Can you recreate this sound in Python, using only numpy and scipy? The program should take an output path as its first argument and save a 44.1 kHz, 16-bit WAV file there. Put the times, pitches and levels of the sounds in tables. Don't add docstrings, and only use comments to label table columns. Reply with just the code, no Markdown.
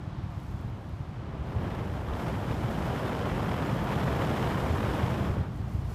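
import sys
import numpy as np
from scipy import signal
from scipy.fft import rfft, irfft, next_fast_len
from scipy.io import wavfile
from scipy.ndimage import uniform_filter1d

SR = 44100
rng = np.random.default_rng(int(sys.argv[2]) if len(sys.argv) > 2 else 0)


def log_audio(samples):
    frames = np.atleast_2d(samples).T
    limited = np.clip(frames, -1, 1)
    pcm = np.round(limited * 32767).astype(np.int16)
    wavfile.write(sys.argv[1], SR, pcm)


N = 261954


def undb(db):
    return 10 ** (np.asarray(db) / 20)


def curve(rows):
    times, *columns = np.transpose(rows)
    return [np.interp(np.arange(N) / SR, times, column) for column in columns]


def swell(middle_s, half_s):
    return np.exp(-((np.arange(N) / SR - middle_s) / half_s) ** 2)


def wobble(rate_hz):
    hold = int(SR / rate_hz)
    steps = np.repeat(rng.standard_normal(N // hold + 1), hold)
    smooth = uniform_filter1d(uniform_filter1d(steps, hold), hold)[:N]
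    smooth -= uniform_filter1d(smooth, 6 * hold)
    return smooth / smooth.std()


def rush(colour, shared_db, flicker_db, flicker_hz, top_db=0., knee_hz=1520.):
    size = next_fast_len(N)
    octave = np.log2(np.maximum(np.arange(size // 2 + 1) * SR / size, 1.))
    colour_hz, colour_db = np.transpose(colour)
    gain = undb(np.interp(octave, np.log2(colour_hz), colour_db))
    spectrum = 0
    for centre in np.arange(np.floor(np.log2(colour_hz[0])), np.log2(colour_hz[-1]) + 1):
        band = np.cos(np.pi / 2 * np.clip(octave - centre, -1, 1))
        top_share = 1 / (1 + (knee_hz / 2 ** centre) ** 2)
        noise = rng.standard_normal(N)
        noise *= undb(shared_db + flicker_db * wobble(flicker_hz) + top_share * top_db)
        spectrum += rfft(noise, size) * band
    out = irfft(spectrum * gain, size)[:N]
    return out / out.std()


def wind(half_cycles=0.68, weak_per_s=4.9):
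    # (time [s], level [dB])
    buffet = [(0.0, -44), (0.15, -40.5), (0.6, -38.5), (1.2, -39), (1.5, -35), (2.0, -35.5), (2.5, -35),
              (2.85, -34.5), (3.19, -40.5), (3.42, -30), (3.7, -37), (4.1, -35), (4.6, -32), (5.0, -35),
              (5.3, -30.5), (5.5, -36), (5.68, -36), (5.94, -31.5)]
    # (frequency [Hz], relative level [dB])
    colour = [(12, -43), (20, -50), (37, -12), (60, -3.5), (86, -1), (125, -3.5), (165, -11), (304, -23),
              (329, -29), (416, -23), (450, -58), (580, -62), (990, -120)]
    # (middle [s], peak [dB], pitch [Hz])
    thumps = [(0.078, -27, 114), (0.133, -26.5, 93), (0.19, -24, 93), (0.224, -27.5, 135), (0.243, -26, 99),
              (0.264, -26.5, 145), (0.3, -29, 90), (0.375, -24.5, 92), (0.449, -30, 120),
              (0.493, -29, 79.6), (0.547, -23.5, 88.5), (0.649, -27, 135), (0.732, -28, 90),
              (0.936, -27.5, 99), (1.009, -25, 111), (1.414, -28, 89.5), (1.5, -23.5, 119),
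              (1.57, -21.5, 89.5), (1.903, -23.5, 117), (2.126, -23.5, 92), (2.281, -21.5, 129),
              (2.514, -19.5, 89), (2.648, -18, 130), (2.786, -21.5, 136), (3.322, -23, 110),
              (3.483, -23.5, 142), (3.733, -19.5, 147), (3.965, -19, 130), (4.053, -25, 117),
              (4.43, -23.5, 111), (4.557, -20.5, 162), (4.711, -18.5, 93), (4.848, -23, 110),
              (5.04, -17.5, 109), (5.21, -23, 129), (5.304, -19.5, 84), (5.3695, -27, 520),
              (5.406, -23.5, 86), (5.606, -22.5, 104), (5.752, -21.5, 91.5), (5.795, -26, 88)]
    level_db, = curve(buffet)
    out = undb(level_db) * rush(colour, 0.31 * wobble(35), flicker_db=0.41, flicker_hz=40)
    t = np.arange(N) / SR
    wait, size, pitch = rng.standard_normal((80, 3)).T
    weak_s = np.cumsum(1 + .9 * np.tanh(wait)) / weak_per_s
    weak_db = np.interp(weak_s, t, level_db) + 4 - 0.5 * size
    weak_hz = 95 + 13 * pitch
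    for middle, db, hz in np.r_[thumps, np.c_[weak_s, weak_db, weak_hz]]:
        near = slice(max(int((middle - .05) * SR), 0), int((middle + .05) * SR))
        cycles = (t[near] - middle) * hz
        out[near] -= undb(db) * np.cos(2 * np.pi * cycles) * np.exp(-(cycles / half_cycles) ** 2)
    return out


def ember_roar(level_db, puff_db, eddies, flutter, full_draught_db=-31, whole_share=0.64):
    # (frequency [Hz], relative level [dB])
    colour = [(88, -29), (150, -22.5), (195, -4), (231, -5.5), (391, -8), (941, -12), (1860, -21),
              (2620, -27), (3150, -26.5), (3700, -32), (4540, -42), (5140, -40.5), (6000, -47), (7800, -67),
              (13200, -120)]
    shake_db = whole_share * puff_db + 0.41 * eddies + 0.69 * flutter
    sputter_db = 2.1 * wobble(400)
    drive_db = 0.45 * (level_db - full_draught_db)
    top_db = (1 - whole_share) * puff_db + sputter_db + drive_db + 0.19 * eddies + 0.5 * flutter
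    return undb(level_db) * rush(colour, shake_db, flicker_db=0.62, flicker_hz=40, top_db=top_db)


def ember_hiss(level_db, puff_db, eddies, flutter):
    # (frequency [Hz], relative level [dB])
    colour = [(2350, -30), (4000, -1.5), (4550, -2), (5110, -1.5), (6300, -5), (6900, -4.5), (7840, -5.5),
              (8550, -8), (9500, -7.5), (11000, -9), (11650, -8), (12700, -6.5), (13200, -13), (14300, -8),
              (15100, -17)]
    # (middle [s], level [dB], half length [s])
    sizzles = [(0.48, -68.5, 0.15), (0.9, -74, 0.18), (5.58, -68, .08), (5.74, -65, 0.065),
               (5.93, -61, 0.048)]
    sizzle_power = sum(undb(db) ** 2 * swell(middle, half) for middle, db, half in sizzles)
    gain = np.sqrt(undb(level_db) ** 2 + sizzle_power)
    shake_db = 0.42 * puff_db + 0.17 * eddies + 0.52 * flutter
    return gain * rush(colour, shake_db, flicker_db=0.46, flicker_hz=40)


def fire_body(eddies):
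    # (time [s], level [dB])
    weight = [(0.0, -43), (0.7, -44), (1.2, -47.5), (1.6, -40.5), (2.1, -39), (2.75, -36), (3.15, -37),
              (3.5, -34.5), (3.9, -34), (4.3, -35.5), (4.6, -36.5), (5.0, -36), (5.35, -37), (5.55, -39),
              (5.94, -45)]
    # (frequency [Hz], relative level [dB])
    colour = [(80, -22), (125, 2), (165, -0.5), (220, -5), (300, -23), (400, -42)]
    level_db, = curve(weight)
    return undb(level_db) * rush(colour, 0.2 * eddies, flicker_db=0.27, flicker_hz=30)


def fire():
    # (time [s], roar level [dB], hiss level [dB])
    draught = [(0.0, -54, -88), (0.45, -51.5, -82), (0.72, -48, -80), (1.0, -53, -85), (1.3, -46, -81),
               (1.52, -41, -68), (1.6, -40.5, -68), (1.68, -38, -64.5), (1.8, -38.5, -64.5),
               (1.92, -40, -64), (2.02, -40.5, -65), (2.11, -37.5, -63.5), (2.19, -36, -58.5),
               (2.45, -37, -60), (2.85, -34.5, -57), (3.08, -33.5, -57), (3.25, -34, -58),
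               (3.6, -33, -56.5), (3.8, -34, -57.5), (4.0, -32.5, -55.5), (4.4, -31.5, -54),
               (4.75, -33.5, -55.5), (4.98, -32, -55), (5.26, -35.5, -58.5), (5.31, -36.5, -60),
               (5.355, -38, -63), (5.4, -41.5, -66), (5.45, -41, -69), (5.5, -48, -75), (5.56, -48.5, -79),
               (5.7, -48, -76), (5.85, -49, -67), (5.94, -45, -70)]
    # (middle [s], treble rise [dB], half length [s])
    puffs = [(1.644, 3, 0.025), (1.748, 4, .006), (1.792, 5, .005), (1.967, 3.5, 0.023), (2.211, 4, 0.0077),
             (2.257, 3, 0.0033), (2.284, 8.5, 0.0031), (2.299, 6, 0.0035), (2.505, 3, 0.039),
             (2.992, 2.5, 0.02), (3.09, 1.5, 0.0097), (3.124, 2.5, 0.0054), (3.13, 0, 0.004),
             (3.26, 3.5, 0.0072), (3.933, 2.5, 0.04), (4.22, 1.5, 0.021), (5.1, 2.5, 0.011),
             (5.254, 3, 0.0055), (5.41, 2.5, .015)]
    roar_db, hiss_db = curve(draught)
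    puff_db = sum(db * swell(middle, half) for middle, db, half in puffs)
    eddies, flutter = wobble(60), wobble(150)
    roar = ember_roar(roar_db, puff_db, eddies, flutter)
    hiss = ember_hiss(hiss_db, puff_db, eddies, flutter)
    return roar + hiss + fire_body(eddies)


def far_traffic(level_db=-49.5):
    # (frequency [Hz], relative level [dB])
    colour = [(180, -36), (300, 1.5), (416, -13.5), (681, -7.5), (962, -8.5), (1150, -9), (1400, -14.5),
              (2660, -22.5), (3290, -23.5), (3940, -27), (15100, -52.5)]
    return undb(level_db) * rush(colour, .4 * wobble(2), flicker_db=0.48, flicker_hz=12)


def fibre_snaps(crack_hz=11800, crack_t60_s=.0007, ring_t60_s=.006, small_per_s=48):
    # (time [s], peak [dB], ring pitch [Hz], ring relative to crack [dB])
    snaps = [(0.2383, -55, 11500, -8), (0.4018, -47, 10000, -14), (0.4245, -55, 11000, -8),
             (0.4352, -47, 10300, -14), (0.4669, -47, 9500, -12), (0.5142, -50, 12500, -10),
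             (0.6122, -48, 12500, -9), (0.6731, -55, 10000, -8), (0.6977, -51, 12500, -10),
             (0.8187, -58, 12500, -8), (0.8548, -58, 13000, -8), (0.893, -51, 11300, 0),
             (1.0048, -58, 10000, -8), (1.091, -57, 10000, -2), (1.6355, -47, 9570, -8),
             (2.2848, -45, 9160, -8), (2.8658, -39, 13600, -3), (3.8415, -35, 13000, -9),
             (5.528, -58, 8000, -6), (5.5615, -48, 10100, -1), (5.5764, -47.5, 8500, -10),
             (5.5894, -56, 8000, -6), (5.6978, -52, 11500, -6), (5.7025, -51, 5500, 0),
             (5.7197, -53, 8000, -4), (5.7366, -47, 11900, -8), (5.7689, -51, 10500, -8),
             (5.8502, -48, 8500, -8), (5.8657, -55, 13500, -3), (5.8956, -46, 8000, -8),
             (5.904, -48, 7000, -3), (5.915, -50, 10000, -8)]
    wait, size, pitch = rng.random((300, 3)).T
    small_s = np.cumsum(-np.log(wait)) / small_per_s
    small_db = -67 - 2.2 * np.log(size)
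    small_hz = 7000 + 7500 * pitch
    small = np.c_[small_s, small_db, small_hz, np.full(len(wait), -8)]
    t = np.arange(256) / SR
    crack = np.sin(2 * np.pi * crack_hz * t) * undb(-60 * t / crack_t60_s)
    out = np.zeros(N + len(t))
    for when, db, hz, ring_db in np.r_[small, snaps]:
        grit = uniform_filter1d(rng.standard_normal(len(t)), 3)
        ring = np.sin(2 * np.pi * hz * t) * (1 + .8 * grit) * undb(-60 * t / ring_t60_s)
        snap = crack / crack.max() + undb(ring_db) * ring
        start = int(when * SR)
        if start < N:
            out[start:start + len(t)] += undb(db) * snap / np.abs(snap).max()
    return out[:N]


def gas_whistle(pitch_hz=11000, width_hz=500, level_db=-70):
    edges_hz = [pitch_hz - width_hz / 2, pitch_hz + width_hz / 2]
    bandpass = signal.butter(2, edges_hz, "band", fs=SR, output="sos")
    band = signal.sosfilt(bandpass, rng.standard_normal(N))
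    return undb(level_db) * band / band.std() * swell(middle_s=5.918, half_s=.03)


def scene():
    return (wind() + fire() + fibre_snaps() + far_traffic() + gas_whistle())[None]


def record(dry):
    return signal.sosfilt(signal.ellip(14, .2, 60, 15300, fs=SR, output="sos"), dry)


dry = scene()
out = record(dry)
log_audio(out)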